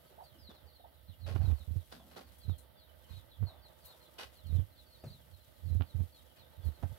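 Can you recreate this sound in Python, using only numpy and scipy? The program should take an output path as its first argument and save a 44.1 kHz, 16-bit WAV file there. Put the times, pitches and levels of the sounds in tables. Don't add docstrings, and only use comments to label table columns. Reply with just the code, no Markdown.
import sys
import numpy as np
from scipy import signal
from scipy.fft import rfft, irfft
from scipy.io import wavfile
from scipy.ndimage import uniform_filter1d

SR = 44100
rng = np.random.default_rng(int(sys.argv[2]) if len(sys.argv) > 2 else 0)


def to_wav(s):
    ch = np.atleast_2d(s).T
    pcm = np.round(np.clip(ch, -1, 1) * 32767)
    wavfile.write(sys.argv[1], SR, pcm.astype(np.int16))


N = 307816
TIME = np.arange(N) / SR


def amp(db):
    return 10 ** (np.asarray(db) / 20)


def evened(x):
    return x / np.sqrt(np.mean(x ** 2) + 1e-20)


def read(points, hz):
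    f, value = np.transpose(points)
    return np.interp(np.log(hz + 1), np.log(f + 1), value)


def panned(left_minus_right_db):
    half = np.array([left_minus_right_db, -left_minus_right_db]).reshape(2, -1) / 2
    gains = amp(half)
    return gains / np.sqrt(np.mean(gains ** 2, axis=0))


def freqs(x):
    return np.fft.rfftfreq(x.shape[-1], 1 / SR)


def shaped(x, gain):
    return evened(irfft(rfft(x) * gain, x.shape[-1]))


def noise_pair(size, likeness):
    left, right, shared = rng.standard_normal((3, size))
    likeness = np.clip(likeness, 0, 1)
    return np.sqrt(likeness) * shared + np.sqrt(1 - likeness) * np.array([left, right])


def wander(size, rate_hz):
    z = rng.standard_normal(size)
    return shaped(z, 1 / (1 + (freqs(z) / rate_hz) ** 4))


def stroke(t, rise_s, t60_s, hold_s=0):
    falling_s = np.maximum(t - rise_s - hold_s, 0)
    return np.minimum(t / rise_s, 1) * amp(-60 * falling_s / t60_s)


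def add(mix, start_s, sound):
    part = mix[..., max(round(start_s * SR), 0):][..., :sound.shape[-1]]
    part += sound[..., :part.shape[-1]]


# f/Hz, t60/s
LOFT_DECAY = [(100, 0.18), (700, 0.17), (4000, 0.14), (12000, 0.058)]


def loft(x):
    size = (2, SR // 2)
    echoes = rng.standard_normal(size) * (rng.random(size) < .1)
    hz, t, z = signal.stft(echoes, SR, nperseg=256)
    decay = amp(-60 * t / read(LOFT_DECAY, hz)[:, None]) * (t > .004)
    tail = signal.istft(z * decay, SR, nperseg=256)[1]
    tail /= np.linalg.norm(tail[0])
    return signal.fftconvolve(np.atleast_2d(x), tail, axes=1)[:, :N]


# peak t/s, relative level/dB, swell/s
BUMPS = [(.461, -48.5, .04), (0.669, -48.5, 0.02), (1.097, -37.5, 0.0057), (1.275, -33, 0.041),
         (1.322, -28.5, 0.013), (1.358, -23.5, .01), (1.409, -19.5, 0.011), (1.45, -21.5, 0.011),
         (1.491, -18.5, 0.011), (1.525, -19, 0.012), (1.614, -40, 0.0054), (1.689, -29, .007),
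         (1.717, -26, 0.0063), (1.768, -23, 0.00704), (2.458, -37, 0.0068), (2.492, -23, 0.0077),
         (2.513, -26, 0.0114), (3.115, -37, 0.0072), (3.181, -40.5, 0.039), (3.434, -22, .02),
         (4.468, -33.5, .014), (4.505, -27.5, .008), (4.561, -18.5, 0.024), (4.599, -21, 0.0086),
         (5.112, -45.5, 0.0073), (5.342, -47, 0.023), (5.673, -29.5, 0.026), (5.725, -22, 0.016),
         (5.763, -19, 0.009), (5.807, -23, 0.006), (5.961, -24, 0.0089), (6.014, -22, 0.017),
         (6.593, -39, 0.011), (6.676, -22, 0.018), (6.843, -24, .005), (6.914, -35.5, 0.014)]
PLANK_T60_S = 0.12


def bump_power(paw_db=-54, paw_swell_s=0.005, count=14):
    paws = [((k + when) / count * N / SR, paw_db, paw_swell_s)
            for k, when in enumerate(rng.random(count))]
    power = np.zeros(N)
    t = np.arange(-SR // 4, SR // 4) / SR
    ringing_s = np.hypot(np.maximum(t, 0), .008) - .008
    fall = amp(-60 * ringing_s / PLANK_T60_S)
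    for peak_s, db, swell_s in list(BUMPS) + paws:
        rise = np.exp(-(np.minimum(t, 0) / swell_s) ** 2 / 2)
        add(power, peak_s + t[0], (amp(db) * rise * fall) ** 2)
    return power


# f/Hz, gain/dB
PLANK_JOLT = [(60, -12.5), (130, 2.5), (200, -4), (300, -16.5), (480, -18.5), (750, -29.5), (1400, -38),
              (2500, -40.5), (6000, -81)]
# f/Hz, level/dB
TREMOR = [(20, -37), (45, -18), (65, 5), (82, -1), (105, -10.5), (150, -24.5), (300, -19.5), (600, -58)]
PLANK_HZ, PLANK_SWAY = 85.3, 0.1375
BLOW_S, BLOW_LEAD = 0.0022, 1.455


def boards(jolt_db=-20, jolts_per_s=170, blow_db=10.0, boom_db=-3, tremor_db=-60, follow=0.15):
    power = bump_power()
    pitch_hz = PLANK_HZ * (1 + PLANK_SWAY * wander(N, 45.6))
    boom = np.sqrt(2) * np.sin(2 * np.pi * np.cumsum(pitch_hz) / SR)
    slips = (rng.random(N) < jolts_per_s / SR) * rng.choice([-1, 1], N)
    slips = slips + 0.0057 * rng.standard_normal(N)
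    hz = freqs(slips)
    wood = amp(read(PLANK_JOLT, hz))
    blows = np.zeros(N)
    contact = np.hanning(round(BLOW_S * SR))
    for peak_s, db, swell_s in BUMPS:
        add(blows, peak_s - BLOW_LEAD * swell_s, amp(db + blow_db) * BLOW_S / swell_s * contact)
    ringing = amp(boom_db) * boom + amp(jolt_db) * shaped(slips, wood)
    bumps = np.sqrt(power) * ringing + irfft(rfft(blows) * wood, N)
    unrest = evened((abs(uniform_filter1d(power, SR // 2)) + 1e-7) ** (follow / 2))
    tremor = amp(tremor_db) * unrest * shaped(noise_pair(N, 0.43), amp(read(TREMOR, hz)))
    return bumps * amp([[-36], [0]]) + tremor * amp([[-11], [0]])


# t/s, peak level/dB, brightness f/Hz, left minus right/dB
TAPS = [(1.3602, -26, 1490, -24), (1.363, -24.5, 1660, -27), (2.497, -31, 1210, -35),
        (3.428, -33.5, 1120, -31), (5.041, -34, 1000, 2), (5.807, -31.5, 1600, -37),
        (5.81, -22.5, 1690, -35), (5.822, -27, 3320, -26), (6.828, -34, 1400, -21), (6.832, -31, 1500, -19),
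        (6.835, -27, 1020, -26)]
# f/Hz, gain/dB
TAP_WOOD = [(80, 16.5), (200, 15.5), (480, 0.5), (800, 2), (1000, -2.5), (1400, -2.5), (2000, -10),
            (3000, 0), (5000, -9), (9000, -63)]


def taps(ring_db=-7, ring_t60_s=0.11, room_db=-19):
    out, t = np.zeros((2, N)), np.arange(4096) / SR
    lead = len(t) // 16
    for start_s, db, bright_hz, side_db in TAPS:
        blow = rng.standard_normal(len(t)) * amp(-60 * t / ring_t60_s)
        blow *= amp(ring_db) / np.linalg.norm(blow)
        blow[0] += 1
        hz = freqs(blow)
        colour = amp(read(TAP_WOOD, hz)) / np.sqrt(1 + (hz / bright_hz) ** 5)
        tick = irfft(rfft(np.roll(blow, lead)) * colour)
        add(out, start_s - lead / SR, amp(db) * tick / abs(tick).max() * panned(side_db))
    return out + amp(room_db) * loft(out)


# t/s, level/dB, t60/s, brightness f/Hz, share of cane ringing/0-1
SWISHES = [(.49, -60.5, 0.42, 1170, 0), (1.26, -50.5, 0.42, 2270, 0.24), (1.4, -58, 0.84, 1400, 0.34),
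           (1.914, -53, 0.23, 3080, 0), (2.1, -62, 0.84, 1500, 0.4), (2.159, -51, 0.19, 1990, 0),
           (3.085, -65, 0.41, 3000, 0.6), (3.897, -66.5, 0.15, 2980, 0), (4.181, -44.5, 0.25, 5400, 0.63),
           (6.357, -64.5, 0.21, 5030, 1)]
# t/s, level/dB, resonance f/Hz, t60/s
SCUFFS = [(.1, -72, 440, 0.48), (.347, -62, 260, 0.3), (0.487, -56, 230, 0.25), (.65, -66, 560, 0.3),
          (1.276, -48, 460, 0.27), (1.395, -57, 720, 0.53), (1.92, -59.5, 199, 1.2),
          (1.993, -62.5, 764, 0.39), (2.165, -54.5, 242, 0.26), (3.46, -59, 710, 0.67),
          (3.85, -69.5, 940, 1.3), (5.035, -46, 127, 0.48), (5.037, -50, 567, 0.13),
          (6.832, -48.5, 654, 0.096)]
# t/s, level/dB, ring f/Hz
SNAPS = [(2.378, -62, 11400), (2.578, -59, 9600), (3.848, -52.5, 13200), (6.645, -60.5, 11900)]
# f/Hz, gain/dB
STRAW = [(70, -29), (200, -4.5), (500, 4.5), (800, 4), (1050, -2), (1450, 1.5), (2100, -7.5), (3000, -3.5),
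         (4500, 0), (7000, -10), (11000, -7), (16000, -13)]
# f/Hz, left minus right/dB
STRAW_SIDE = [(100, -2), (700, -7), (1500, 2.5), (4400, -2.5), (8000, 21), (14000, -5.5)]
# f/Hz, width/Hz, gain/dB
CANE = [(1073, 39, 14), (1560, 63, 3), (2030, 160, 13.5), (2510, 150, 14), (2910, 81, 15), (3210, 170, 6),
        (3770, 150, 3.5), (4600, 110, -1), (5660, 770, -5), (11300, 150, 10.5)]
SWISH_RISE, SCUFF_RISE = .02, 0.02
SWISH_HOLD_S = 0.028


def straw(grain_db=3, clump_db=-2.5, scuff_q=3.5, snap_q=7, snap_rise_s=0.0075, snap_t60_s=0.19):
    out, t = np.zeros((2, N)), np.arange(SR // 2) / SR
    hz = freqs(t) + 1
    colour = amp(read(STRAW, hz)) * panned(read(STRAW_SIDE, hz))
    cane = sum(amp(db) / (1 + (2 * (hz - f) / width_hz) ** 2) for f, width_hz, db in CANE)
    for start_s, db, t60_s, bright_hz, ring in SWISHES:
        grain = amp(grain_db * wander(len(t), 670) + clump_db * wander(len(t), 95))
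        stalks = noise_pair(len(t), 0.06) * grain
        gain = colour * (1 + ring * cane) / np.hypot(1, hz / bright_hz)
        envelope = stroke(t, SWISH_RISE * t60_s, t60_s, SWISH_HOLD_S)
        add(out, start_s, amp(db) * envelope * shaped(stalks, gain))
    for start_s, db, ring_hz, t60_s in SCUFFS:
        body = 1 / (1 + (scuff_q * np.log(hz / ring_hz)) ** 2)
        envelope = stroke(t, SCUFF_RISE * t60_s, t60_s)
        add(out, start_s, amp(db) * envelope * shaped(noise_pair(len(t), 0.85), body))
    for start_s, db, ring_hz in SNAPS:
        stalk = 1 / np.hypot(1, snap_q * np.log(hz / ring_hz))
        snap = stroke(t, snap_rise_s, snap_t60_s) * shaped(noise_pair(len(t), 0.068), stalk)
        add(out, start_s, amp(db) * snap * panned(8.4))
    return out


# t/s, level/dB
RUSTLE = [(0, -71.5), (.95, -82.5), (1.5, -70.5), (2.4, -69.5), (2.7, -87), (3.16, -67), (3.3, -79),
          (3.62, -80.5), (3.88, -67.5), (4.35, -73.5), (6.24, -71), (6.5, -75), (6.98, -67.5)]
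# f/Hz, gain/dB
STALKS = [(900, -4.5), (2000, -2), (3500, 4.5), (6500, -1.5), (9000, 1), (13000, 3.5), (16000, -11)]


def rustle(shaken_db=-50, grain_db=4, clump_db=2):
    t_s, db = np.transpose(RUSTLE)
    brushed = amp(np.interp(TIME, t_s, db))
    shaken = amp(shaken_db) * np.sqrt(abs(uniform_filter1d(bump_power(), SR // 8)))
    grains = noise_pair(N, 0.12) * amp(grain_db * wander(N, 1400) + clump_db * wander(N, 23))
    hz = freqs(TIME)
    colour = amp(read(STALKS, hz)) * panned(read(STRAW_SIDE, hz))
    return np.hypot(brushed, shaken) * shaped(grains, colour)


CHIRP_S, CHIRP_FALL_HZ_PER_S = .1, 15000


def chirp(mid_hz, fall_hz_per_s, waver=0.0087, flutter_db=4.0):
    t = np.arange(-CHIRP_S / 2, CHIRP_S / 2, 1 / SR)
    hz = (mid_hz - fall_hz_per_s * t) * (1 + waver * wander(SR // 4, 220)[:len(t)])
    flutter = amp(flutter_db * wander(SR // 4, 56)[:len(t)])
    return flutter * signal.windows.tukey(len(t), .7) * np.sin(2 * np.pi * np.cumsum(hz) / SR)


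# middle t/s, pitch there f/Hz, relative level/dB
CHIRPS = [(.27, 4260, -66.5), (.426, 4730, -66), (.48, 3940, -58.5), (.572, 3880, -68), (.7, 4210, -72),
          (.81, 3940, -72.5), (1.11, 3730, -66), (1.239, 4070, -67), (1.457, 4050, -65), (1.594, 4080, -65),
          (2.435, 4130, -65), (2.51, 3645, -61.5), (2.807, 4235, -67), (3.119, 3890, -67),
          (3.178, 3830, -61), (3.33, 3770, -64), (3.492, 4010, -60), (3.658, 4090, -64.5),
          (3.851, 4180, -67), (3.911, 3980, -64.5), (4.033, 3950, -69), (4.39, 4020, -69),
          (4.489, 4000, -65), (4.571, 3570, -64), (4.793, 4030, -64), (4.948, 4030, -66),
          (5.017, 4830, -76), (5.082, 4050, -66), (5.136, 4050, -62.5), (5.69, 4050, -71),
          (5.9, 4070, -67.5), (6.16, 4080, -65.5), (6.411, 3950, -67), (6.669, 4130, -70)]
FLOCK_HZ, FLOCK_SPREAD_HZ, FLOCK_DB = 3820, 1300, -76


def birds(direct_db=-1.9, echo_db=-5.5, slur_spread=.1, count=50):
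    near, flock = np.zeros((2, N))
    for mid_s, hz, db in CHIRPS:
        fall = CHIRP_FALL_HZ_PER_S * (1 + slur_spread * rng.uniform(-1.064, 1))
        add(near, mid_s - CHIRP_S / 2, amp(db) * chirp(hz, fall))
    for k, (when, pitch, slur) in enumerate(rng.random((count, 3))):
        hz = FLOCK_HZ + FLOCK_SPREAD_HZ * (pitch - .5)
        call = chirp(hz, CHIRP_FALL_HZ_PER_S * slur)
        add(flock, (k + when) / count * N / SR, amp(FLOCK_DB) * call)
    direct = np.array([near, np.roll(near, 3)])
    return amp(direct_db) * direct + loft(amp(echo_db) * near + flock)


# t/s, length/s, top f/Hz, place of the top/0-1, relative level/dB
YELPS = [(0.174, .062, 871, 0.51, -52), (0.795, 0.022, 744, 0.6, -60), (0.839, 0.024, 844, 0.34, -52.5)]
YELP_LOW_HZ = 469


def yelps(rough=0.069, overtone_db=-27, direct_db=-1, echo_db=-10):
    out = np.zeros(N)
    for start_s, length_s, top_hz, top_at, db in YELPS:
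        u = np.linspace(0, 1, round(length_s * SR))
        arch = np.sin(np.pi * np.interp(u, [0, top_at, 1], [0, .5, 1]))
        hoarse = 1 + rough * wander(SR // 4, 210)[:len(u)]
        hz = (YELP_LOW_HZ + (top_hz - YELP_LOW_HZ) * arch) * hoarse
        phase = 2 * np.pi * np.cumsum(hz) / SR
        voice = np.sin(phase) + amp(overtone_db) * np.sin(2 * phase)
        add(out, start_s, np.sqrt(2) * amp(db) * voice * signal.windows.tukey(len(u), .3))
    direct = np.array([np.roll(out, 15), out])
    return (amp(direct_db) * direct + amp(echo_db) * loft(out)) * panned(-5.5)


# f/Hz, relative level/dB
AIR = [(30, -45), (130, -6), (350, -14), (600, -12), (1000, -14), (1550, -16), (1800, -19.5), (2300, -21.5),
       (3000, -18.5), (4100, -19), (5000, -25.5), (6800, -40.5), (9000, -29.5), (12000, -20.5),
       (16000, -20.5)]
# f/Hz, left minus right/dB
AIR_SIDE = [(150, -9), (400, -7), (1500, -6), (4000, -5.5), (8000, 2.5), (14000, -0.5)]
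# t/s, gain/dB
AIR_SWELL = [(0, 3.5), (1, -1), (2.1, 0.5), (3.8, 4), (4.8, 0), (6.2, 1), (6.98, 6)]
AIR_DB = -65


def air(ripple_db=3.0, patch_db=-1.5):
    hz = freqs(TIME)
    ripple = ripple_db * wander(len(hz), 42)
    colour = amp(read(AIR, hz) + ripple) * panned(read(AIR_SIDE, hz))
    bed = amp(AIR_DB) * shaped(noise_pair(N, 0.11), colour)
    valley = irfft(rfft(bed) / (1 + (hz / 2500) ** 4), N)
    t_s, db = np.transpose(AIR_SWELL)
    swell = amp(np.interp(TIME, t_s, db) + patch_db * wander(N, 24))
    return bed + valley * (swell - 1)


def scene():
    return boards() + taps() + straw() + rustle() + birds() + yelps() + air()


def record(dry, low_cut_hz=42, edge_hz=15800):
    bass_cut = np.hypot(1, (low_cut_hz / (freqs(dry) + 1)) ** 4)
    trimmed = irfft(rfft(dry) / bass_cut, N)
    band_limit = signal.firwin(511, edge_hz, window=("kaiser", 9), fs=SR)
    return signal.oaconvolve(trimmed, band_limit[None], "same")


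dry = scene()
out = record(dry)
to_wav(out)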